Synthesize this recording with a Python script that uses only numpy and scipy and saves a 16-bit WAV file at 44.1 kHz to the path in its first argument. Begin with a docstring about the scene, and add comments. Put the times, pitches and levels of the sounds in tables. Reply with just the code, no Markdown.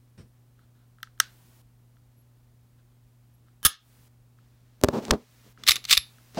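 """A small room, a pistol dry-fired close to a phone. The trigger creeps, breaks with a click as sear and
striker knock the frame, and later snaps forward on its spring. The phone is set down with bumps and
rubbing; the steel slide is racked, scraping its rails and hitting its stops; the phone is touched again.
Mains hum and hiss lie below. The phone limits the peaks and gates its treble between loud sounds."""
import sys
import numpy as np
from scipy import signal
from scipy.fft import rfft, irfft, next_fast_len
from scipy.io import wavfile
from scipy.ndimage import uniform_filter1d, minimum_filter1d, map_coordinates

SR = 44100
rng = np.random.default_rng(int(sys.argv[2]) if len(sys.argv) > 2 else 0)


def inscribe(sig):
    """Save sig as 16-bit PCM at rate SR to the path in sys.argv[1].

    A 1-D sig is mono; a 2-D sig holds one channel per row.
    Samples are clipped to [-1, 1] before scaling.
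    """
    pcm = np.round(np.clip(np.atleast_2d(sig).T, -1, 1) * 32767)
    wavfile.write(sys.argv[1], SR, pcm.astype(np.int16))


N = 281996
TIME_S = np.arange(N) / SR
AGE_S = np.arange(SR // 3) / SR  # since a contact

# mains hum: f/Hz, level/dB
HUM_TONES = [(120, -58.8), (240, -73.5)]
# hiss: f/Hz, density/dB
HISS_SPECTRUM = [(15, -37), (28, -13), (50, -4.5), (90, -11), (170, -14), (300, -17.5), (450, -21.5),
                 (840, -22.5), (2000, -27), (6000, -29.5), (13000, -29), (16000, -27)]
# background dips: t/s, level/dB
DIPS = [(3.665, -13.5), (5.15, -6)]
# room decay: f/Hz, t60/s
ROOM_DECAY = [(200, 0.17), (1500, 0.24), (4000, 0.25), (9000, 0.13), (15000, 0.1)]

# bumps on the phone's case: t/s, thud level/dB, tick level/dB, tick cutoff/Hz
BUMPS = [(4.8138, -18.5, -12, 14000), (4.837, 13.5, 7.5, 14300), (4.8442, 9.5, -2.5, 14000),
         (4.8861, 7.5, -2.5, 5460), (5.0522, -26, -11, 7000), (5.082, -9.5, -19, 6000),
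         (5.108, 14.5, 9.5, 6000), (5.1106, 14, 19.5, 6000), (5.135, 0.5, -24, 6000),
         (6.347, -24, -22, 7000), (6.372, -9.5, -25, 5100)]
# thud of the case: f/Hz, density/dB
THUD_SPECTRUM = [(18, -21), (30, -22), (65, -3), (177, -4.5), (244, -1.5), (320, -4), (405, 1), (480, -8.5),
                 (570, 0.5), (730, -13.5), (1000, -13), (1700, -18), (2100, -35), (4300, -30), (8000, -45)]
# tick of the case: f/Hz, density/dB
TICK_SPECTRUM = [(500, -3), (1500, -5.5), (3000, -3.5), (6300, -0.5), (8500, -2), (11000, -7),
                 (16000, -3.5)]
# hand and cloth strokes on the case: t/s, length/s, scuff level/dB, cloth level/dB
STROKES = [(4.835, 0.071, -36.5, -65), (4.937, 0.052, -26, -50), (5.027, 0.088, -40, -53),
           (5.113, 0.028, -22.5, -67), (5.186, 0.039, -58, -76.5), (5.455, 0.025, -57.5, -71.5),
           (5.59, 0.19, -56, -54), (6.356, .04, -47.5, -52.5)]
# low scuff: f/Hz, density/dB
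SCUFF_SPECTRUM = [(25, -39.5), (80, -21), (160, -8), (243, 1.5), (329, -11), (400, -4), (500, -9),
                  (680, -15), (1020, -18.5), (2150, -39), (4600, -41.5), (16000, -67)]
# cloth hiss: f/Hz, density/dB
CLOTH_SPECTRUM = [(60, -6.5), (200, -0.5), (450, -6), (1500, 0.5), (3200, -1.5), (5800, -3), (8500, -10.5),
                  (11000, -17.5), (16000, -13)]
# fingers on the phone: f/Hz, density/dB
FINGER_SPECTRUM = [(35, -45), (60, -29.5), (210, -6.5), (468, -11), (615, 0), (1160, -24), (1760, -24.5),
                   (2010, -32), (4900, -28.5), (14000, -58)]
# jolts from hard stops: t/s, level/dB
JOLTS = [(3.654, -21), (5.112, -15), (5.692, -31.5), (5.71, -43.5), (5.923, -35.5), (5.978, -30)]
# skin on the pistol's grip: f/Hz, density/dB
GRIP_SPECTRUM = [(30, -17), (70, -2.5), (210, -2), (290, -12.5), (400, -6.5), (850, -26), (1750, -19.5),
                 (3300, -26), (5000, -25), (5550, -17), (6300, -35), (9000, -24), (11000, -42)]

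# slide hitting its stops: t/s, level/dB
SLIDE_HITS = [(5.6359, -19), (5.667, -18.5), (5.676, -9), (5.6825, -7), (5.6861, -3.5), (5.6922, -5),
              (5.7079, -6), (5.717, -9.5), (5.757, -15.5), (5.764, -18.5), (5.841, -27.5), (5.851, -22.5),
              (5.887, -28.5), (5.896, -17), (5.909, -7), (5.9129, -8), (5.927, -3.5), (5.933, -8),
              (5.95, -17), (5.97, -13.5), (5.975, -7)]
# slide travel, back then forward: t/s, length/s, level/dB
SLIDE_TRAVEL = [(5.683, .035, -25.5), (5.912, 0.019, -18.5)]
# slide on its rails: f/Hz, density/dB
RAIL_SPECTRUM = [(88, -46.5), (150, -26), (504, -30), (805, -24.5), (960, -28), (1170, -10), (1500, -15),
                 (2060, -5.5), (3220, -4.5), (3620, 1), (7040, -11.5), (8230, -9.5), (10200, -19.5),
                 (11000, -13), (14000, -16.5), (15200, -13), (16000, -21)]
# slide's steel: f/Hz, level/dB, t60/s
STEEL_MODES = [(2094, -6, .1), (2436, -3, .12), (2586, -3, .12), (2738, -1, .13), (2892, -1, .13),
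               (3533, -2, .15), (3671, 1, .15), (3859, -2, .14), (4246, -4, .12), (4421, -1, .14),
               (5110, -1, .14), (5389, -4, .13), (7284, -15, .2), (8240, -9, .08), (10700, -6, .12),
               (11092, 1, .19)]

# scrapes of the moving trigger: t/s, length/s, level/dB
SEAR_SCRAPES = [(0.585, 0.063, -67.5), (.75, .1, -69.5), (2.788, .01, -66), (2.92, .01, -69),
                (3.464, .03, -69)]
# scraping sear: f/Hz, density/dB
SEAR_SPECTRUM = [(500, -25), (1000, -11), (1400, 2), (2300, -20), (3600, -6), (6000, -22), (16000, -33)]
# spring singing under the finger: t/s, length/s, level/dB
SPRING_TONES = [(2.176, .04, -59), (3.34, .015, -59)]
# trigger bar's slip, then snap: t/s, level/dB, contact gap/s, loss per contact/dB
BAR_CHATTERS = [(3.6301, -18, .005, 7), (3.6504, -6, .0026, 0.47)]
# chattering bar: f/Hz, density/dB
CHATTER_SPECTRUM = [(30, -16), (110, -6.5), (220, -10), (700, -17), (1250, -3.5), (1900, -3), (2350, -12.5),
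                    (3200, 0), (4400, -6), (5300, -3), (7800, -9), (10700, 1), (13500, -8.5), (15300, -3.5)]
# bar and spring: f/Hz, level/dB, t60/s
BAR_MODES = [(1242, -3, .07), (1647, -3, .07), (3076, -3, .06), (5363, -2, .06), (6469, -3, .06),
             (10957, 0, .09), (14480, -2, .07), (15133, 0, .06)]
# take-up, break, striker's fall, loose parts: t/s, level/dB, tilt/(dB/octave)
CLICKS = [(0.591, -38.5, -5.5), (0.984, -35.5, -6), (1.002, -40, -4), (1.0292, -11, 1.5),
          (1.071, -30, -6.5), (1.1765, -43.5, 2), (1.199, -24.5, 4), (1.2006, -1, 2), (1.967, -44, 1),
          (3.483, -41, -6.5), (4.386, -37.5, -8), (5.574, -29.5, -7), (6.183, -42.5, -4)]
# hand-damped frame: f/Hz, level/dB, t60/s
FRAME_MODES = [(1303, -5.5, 0.024), (1600, -1, 0.011), (1970, -6.5, .011), (2853, -10.5, .011),
               (3161, -8, 0.012), (3550, -10.5, .013), (4120, -13.5, 0.016), (4887, -14.5, .007),
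               (10120, -14.5, 0.0038), (13000, -17, .009), (14000, -18, .007), (15100, -14.5, 0.0057)]
# striker, rung by hard blows: f/Hz, level/dB, t60/s
STRIKER_MODES = [(5630, -3, .01), (6290, -9, 0.015), (7100, -16.5, .011), (7650, -14.5, 0.0073),
                 (8600, -6.5, .006)]
# click radiated into the room: f/Hz, density/dB
CLICK_SPECTRUM = [(300, -28.5), (900, -14), (1550, 6), (2400, -6), (3500, -1.5), (6000, -4), (9500, -9.5),
                  (11500, -13), (14500, -16.5), (16000, -18)]


def amp(db):
    """Decibels to gain."""
    return 10 ** (np.asarray(db) / 20)


def unit_rms(x):
    """x at rms 1."""
    return x / np.sqrt(np.mean(x ** 2) + 1e-20)


def log_interp(points, hz):
    """Interpolate (f/Hz, value) points on a log axis."""
    points_hz, values = np.transpose(points)
    return np.interp(np.log(hz + 1), np.log(points_hz + 1), values)


def add(track, t_s, sound):
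    """Mix a sound into the track at t_s."""
    part = track[round(t_s * SR):][:len(sound)]
    part += sound[:len(part)]


def coloured(x, spectrum):
    """Minimum-phase filter; keeps the power of white noise."""
    size = 8192
    gain = unit_rms(amp(log_interp(spectrum, np.fft.rfftfreq(size, 1 / SR))))
    cepstrum = irfft(np.log(np.maximum(gain, 1e-6)))
    cepstrum[1:size // 2] *= 2
    cepstrum[size // 2 + 1:] = 0
    return signal.fftconvolve(x, irfft(np.exp(rfft(cepstrum))))[:N]


def lowpass(x, hz, order):
    """Zero-phase low-pass."""
    size = next_fast_len(N + 8192)
    loss = np.sqrt(1 + (np.fft.rfftfreq(size, 1 / SR) / hz) ** (2 * order))
    return irfft(rfft(x, size) / loss, size)[:N]


def fade(t60_s):
    """Exponential decay."""
    return np.exp(-np.log(1000) * AGE_S / t60_s)


def swell(t_s, length_s, rise_s, fall_s):
    """Envelope: grows until t_s, holds, decays."""
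    before_s = np.maximum(t_s - TIME_S, 0)
    after_s = np.maximum(TIME_S - t_s - length_s, 0)
    return np.exp(-before_s / rise_s - after_s / fall_s)


def burst(t60_s):
    """Decaying noise of one contact."""
    return rng.standard_normal(len(AGE_S)) * fade(t60_s)


def push(length_s):
    """Brief rattling force with a flat spectrum."""
    window = np.exp(-(AGE_S[:1024] / length_s) ** 4)
    force = rng.standard_normal(len(window)) * window
    for _ in range(12):
        phase = np.angle(rfft(force))
        force = irfft(np.exp(1j * phase)) * window
    return force


def ring(modes, scatter_db):
    """Damped modes at random strengths and phases."""
    return sum(amp(db + scatter_db * rng.standard_normal()) * fade(t60_s)
               * np.sin(2 * np.pi * (hz * AGE_S + rng.random())) for hz, db, t60_s in modes)


def knock(modes, tilt_db_oct):
    """A part's impulse response, tilted about the frame's lowest mode."""
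    pivot_hz = FRAME_MODES[0][0]
    return sum((-1) ** k * amp(db + tilt_db_oct * np.log2(hz / pivot_hz)) * fade(t60_s)
               * np.sin(2 * np.pi * hz * AGE_S) for k, (hz, db, t60_s) in enumerate(modes))


def friction(envelope, spectrum, rough_db, grain_hz):
    """Stick-slip noise of two surfaces."""
    grains = rng.standard_normal(int(N * grain_hz / SR) + 4)
    roughness = amp(rough_db * map_coordinates(grains, [TIME_S * grain_hz / SR]))
    return coloured(unit_rms(rng.standard_normal(N) * roughness) * envelope, spectrum)


def room(x, onset_s=.0013):
    """Small-room reverberation; each band decays at its own rate."""
    hz, t_s, bands = signal.stft(rng.standard_normal(SR // 2), SR, nperseg=256)
    decay = np.exp(-np.log(1000) * t_s / log_interp(ROOM_DECAY, hz)[:, None])
    tail = signal.istft(bands * decay, SR, nperseg=256)[1]
    tail *= 1 - np.exp(-np.arange(len(tail)) / SR / onset_s)
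    return signal.fftconvolve(x, tail / np.linalg.norm(tail))[:N]


def background(hiss_db=-61, sink_s=.025, hold_s=.1, recover_s=.059):
    """Mains hum and hiss; both dip briefly after the heaviest jolts."""
    hum = sum(amp(db) * np.sqrt(2) * np.sin(2 * np.pi * (hz * TIME_S + rng.random()))
              for hz, db in HUM_TONES)
    hiss = amp(hiss_db) * coloured(rng.standard_normal(N), HISS_SPECTRUM)
    dip_db = sum(db * swell(t_s + sink_s, hold_s, sink_s, recover_s) for t_s, db in DIPS)
    return (hum + hiss) * amp(dip_db)


def case_bumps(thud_s=.00443, tick_s=.0008):
    """Bumps reach the microphone through the phone's case, with no room."""
    thuds, ticks = np.zeros(N), np.zeros(N)
    for t_s, thud_db, tick_db, cutoff_hz in BUMPS:
        add(thuds, t_s, amp(thud_db) * push(thud_s))
        softness = signal.butter(2, cutoff_hz, fs=SR)
        add(ticks, t_s, amp(tick_db) * signal.lfilter(*softness, push(tick_s)))
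    return coloured(thuds, THUD_SPECTRUM) + coloured(ticks, TICK_SPECTRUM)


def case_rubbing(moved_s=4.38, rustle_db=-67.5, grab_s=6.374, grab_db=-26):
    """Hand and cloth rub the phone once it is moved; fingers grab it again."""
    scuff = np.zeros(N)
    cloth = amp(rustle_db) * (TIME_S > moved_s)
    for t_s, length_s, scuff_db, cloth_db in STROKES:
        stroke = swell(t_s, length_s, rise_s=.008, fall_s=.013)
        scuff += amp(scuff_db) * stroke
        cloth += amp(cloth_db) * stroke
    grab = amp(grab_db) * swell(grab_s, length_s=1, rise_s=.0018, fall_s=.013)
    return (friction(scuff, SCUFF_SPECTRUM, rough_db=2, grain_hz=201.3)
            + friction(grab, FINGER_SPECTRUM, rough_db=6, grain_hz=298)
            + friction(cloth, CLOTH_SPECTRUM, rough_db=5.5, grain_hz=602))


def jolts(hz=62, t60_s=.071):
    """Low swing of hands, gun and phone after hard stops."""
    swings = np.zeros(N)
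    for t_s, db in JOLTS:
        add(swings, t_s, amp(db) * np.sin(2 * np.pi * hz * AGE_S) * fade(t60_s))
    return swings


def grip_creak(level_db=-45):
    """Skin slips once on the pistol's grip."""
    slip = amp(level_db) * swell(t_s=.178, length_s=.029, rise_s=.001, fall_s=.024)
    return friction(slip, GRIP_SPECTRUM, rough_db=4, grain_hz=300)


def slide(crack_db=4, attack_s=.00069, steel_db=-22, steel_exponent=2.65, room_db=-20):
    """The slide scrapes its rails and cracks on its stops; hard hits are brighter and ring the steel."""
    blows, steel = np.zeros(N), np.zeros(N)
    for t_s, db in SLIDE_HITS:
        crack = amp(db + crack_db) * burst(t60_s=.016) * (1 - np.exp(-AGE_S / attack_s))
        cutoff_hz = 3500 * (1 + 3 * amp(db))  # a light touch lasts longer: less treble
        pole = np.exp(-2 * np.pi * cutoff_hz / SR)
        add(blows, t_s, signal.lfilter([1 - pole], [1, -pole], crack))
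        add(steel, t_s, amp(steel_exponent * db + steel_db) * ring(STEEL_MODES, scatter_db=3))
    pressure = sum(amp(db) * swell(t_s, length_s, rise_s=.01, fall_s=.011)
                   for t_s, length_s, db in SLIDE_TRAVEL)
    scrape = friction(pressure, RAIL_SPECTRUM, rough_db=2, grain_hz=600)
    clatter = coloured(blows, RAIL_SPECTRUM) + scrape
    return clatter + steel + amp(room_db) * room(clatter)


def trigger_creep(spring_hz=11300, rise_s=.004, fall_s=.012):
    """Slow trigger travel: the sear scrapes, the spring sings."""
    pressure = sum(amp(db) * swell(t_s, length_s, rise_s, fall_s) for t_s, length_s, db in SEAR_SCRAPES)
    singing = sum(amp(db) * swell(t_s, length_s, rise_s, rise_s) for t_s, length_s, db in SPRING_TONES)
    scrape = friction(pressure, SEAR_SPECTRUM, rough_db=5, grain_hz=250)
    return scrape + singing * np.sin(2 * np.pi * spring_hz * TIME_S)


def trigger_reset(contacts=7, ring_db=-26, tone_hz=3077, tone_db=-27.5, room_db=-15.5):
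    """The sprung trigger bar chatters forward and rings; a brief tone swells into the snap and fades."""
    blows, bar = np.zeros(N), np.zeros(N)
    for start_s, first_db, gap_s, loss_db in BAR_CHATTERS:
        for k in range(contacts):
            t_s, db = start_s + k * gap_s, first_db - k * loss_db
            add(blows, t_s, amp(db) * burst(t60_s=.004 + .023 * amp(db)))
            add(bar, t_s, amp(db + ring_db) * ring(BAR_MODES, scatter_db=2.5))
    snap_s = BAR_CHATTERS[-1][0]
    tone_envelope = swell(snap_s, length_s=0, rise_s=.0064, fall_s=.0064)
    tone = amp(tone_db) * tone_envelope * np.sin(2 * np.pi * tone_hz * TIME_S)
    direct = coloured(blows, CHATTER_SPECTRUM) + bar + tone
    return direct + amp(room_db) * room(direct)


def trigger_clicks(contact_s=.0024, ring_db=-5, low_cut_hz=700, room_db=-12):
    """Sear and striker knock the frame; the clicks carry no bass."""
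    knocks, blows = np.zeros(N), np.zeros(N)
    for t_s, db, tilt_db_oct in CLICKS:
        force = amp(db) * push(contact_s)
        response = knock(FRAME_MODES, tilt_db_oct) + amp(db) * knock(STRIKER_MODES, tilt_db_oct)
        add(knocks, t_s, amp(ring_db) * signal.fftconvolve(force, response))
        add(blows, t_s, amp(tilt_db_oct) * force)  # brighter clicks drive the room harder
    low_cut = signal.butter(2, low_cut_hz, "high", fs=SR, output="sos")
    return signal.sosfilt(low_cut, knocks) + amp(room_db) * room(coloured(blows, CLICK_SPECTRUM))


def scene():
    """Pistol, phone handling and background, in mono."""
    pistol = grip_creak() + trigger_creep() + trigger_clicks() + trigger_reset() + slide()
    handling = jolts() + case_bumps() + case_rubbing()
    return (pistol + handling + background())[None]


def treble_gate(x, threshold_db=-17, closed_db=-10, split_hz=300, hold_s=.425, ahead_s=.012):
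    """Treble is turned down, except from just before a loud sound until the hold ends."""
    hold, ahead = int(hold_s * SR), int(ahead_s * SR)
    quiet = uniform_filter1d(x ** 2, size=176) < amp(threshold_db) ** 2
    closed = minimum_filter1d(quiet * 1., hold, origin=(hold - 1) // 2 - ahead, mode="nearest")
    bass = lowpass(x, split_hz, order=1)
    return bass + (x - bass) * amp(closed_db * uniform_filter1d(closed, size=64))


def limiter(x, ceiling=.86):
    """Fast gain reduction holds peaks under the ceiling."""
    gain = np.minimum(1, ceiling / (np.abs(x) + 1e-9))
    return x * uniform_filter1d(minimum_filter1d(gain, size=21), size=21)


def record(dry):
    """The phone gates, limits and cuts the top of the band."""
    return lowpass(limiter(treble_gate(dry[0])), hz=15950, order=90)[None]


dry = scene()
out = record(dry)
inscribe(out)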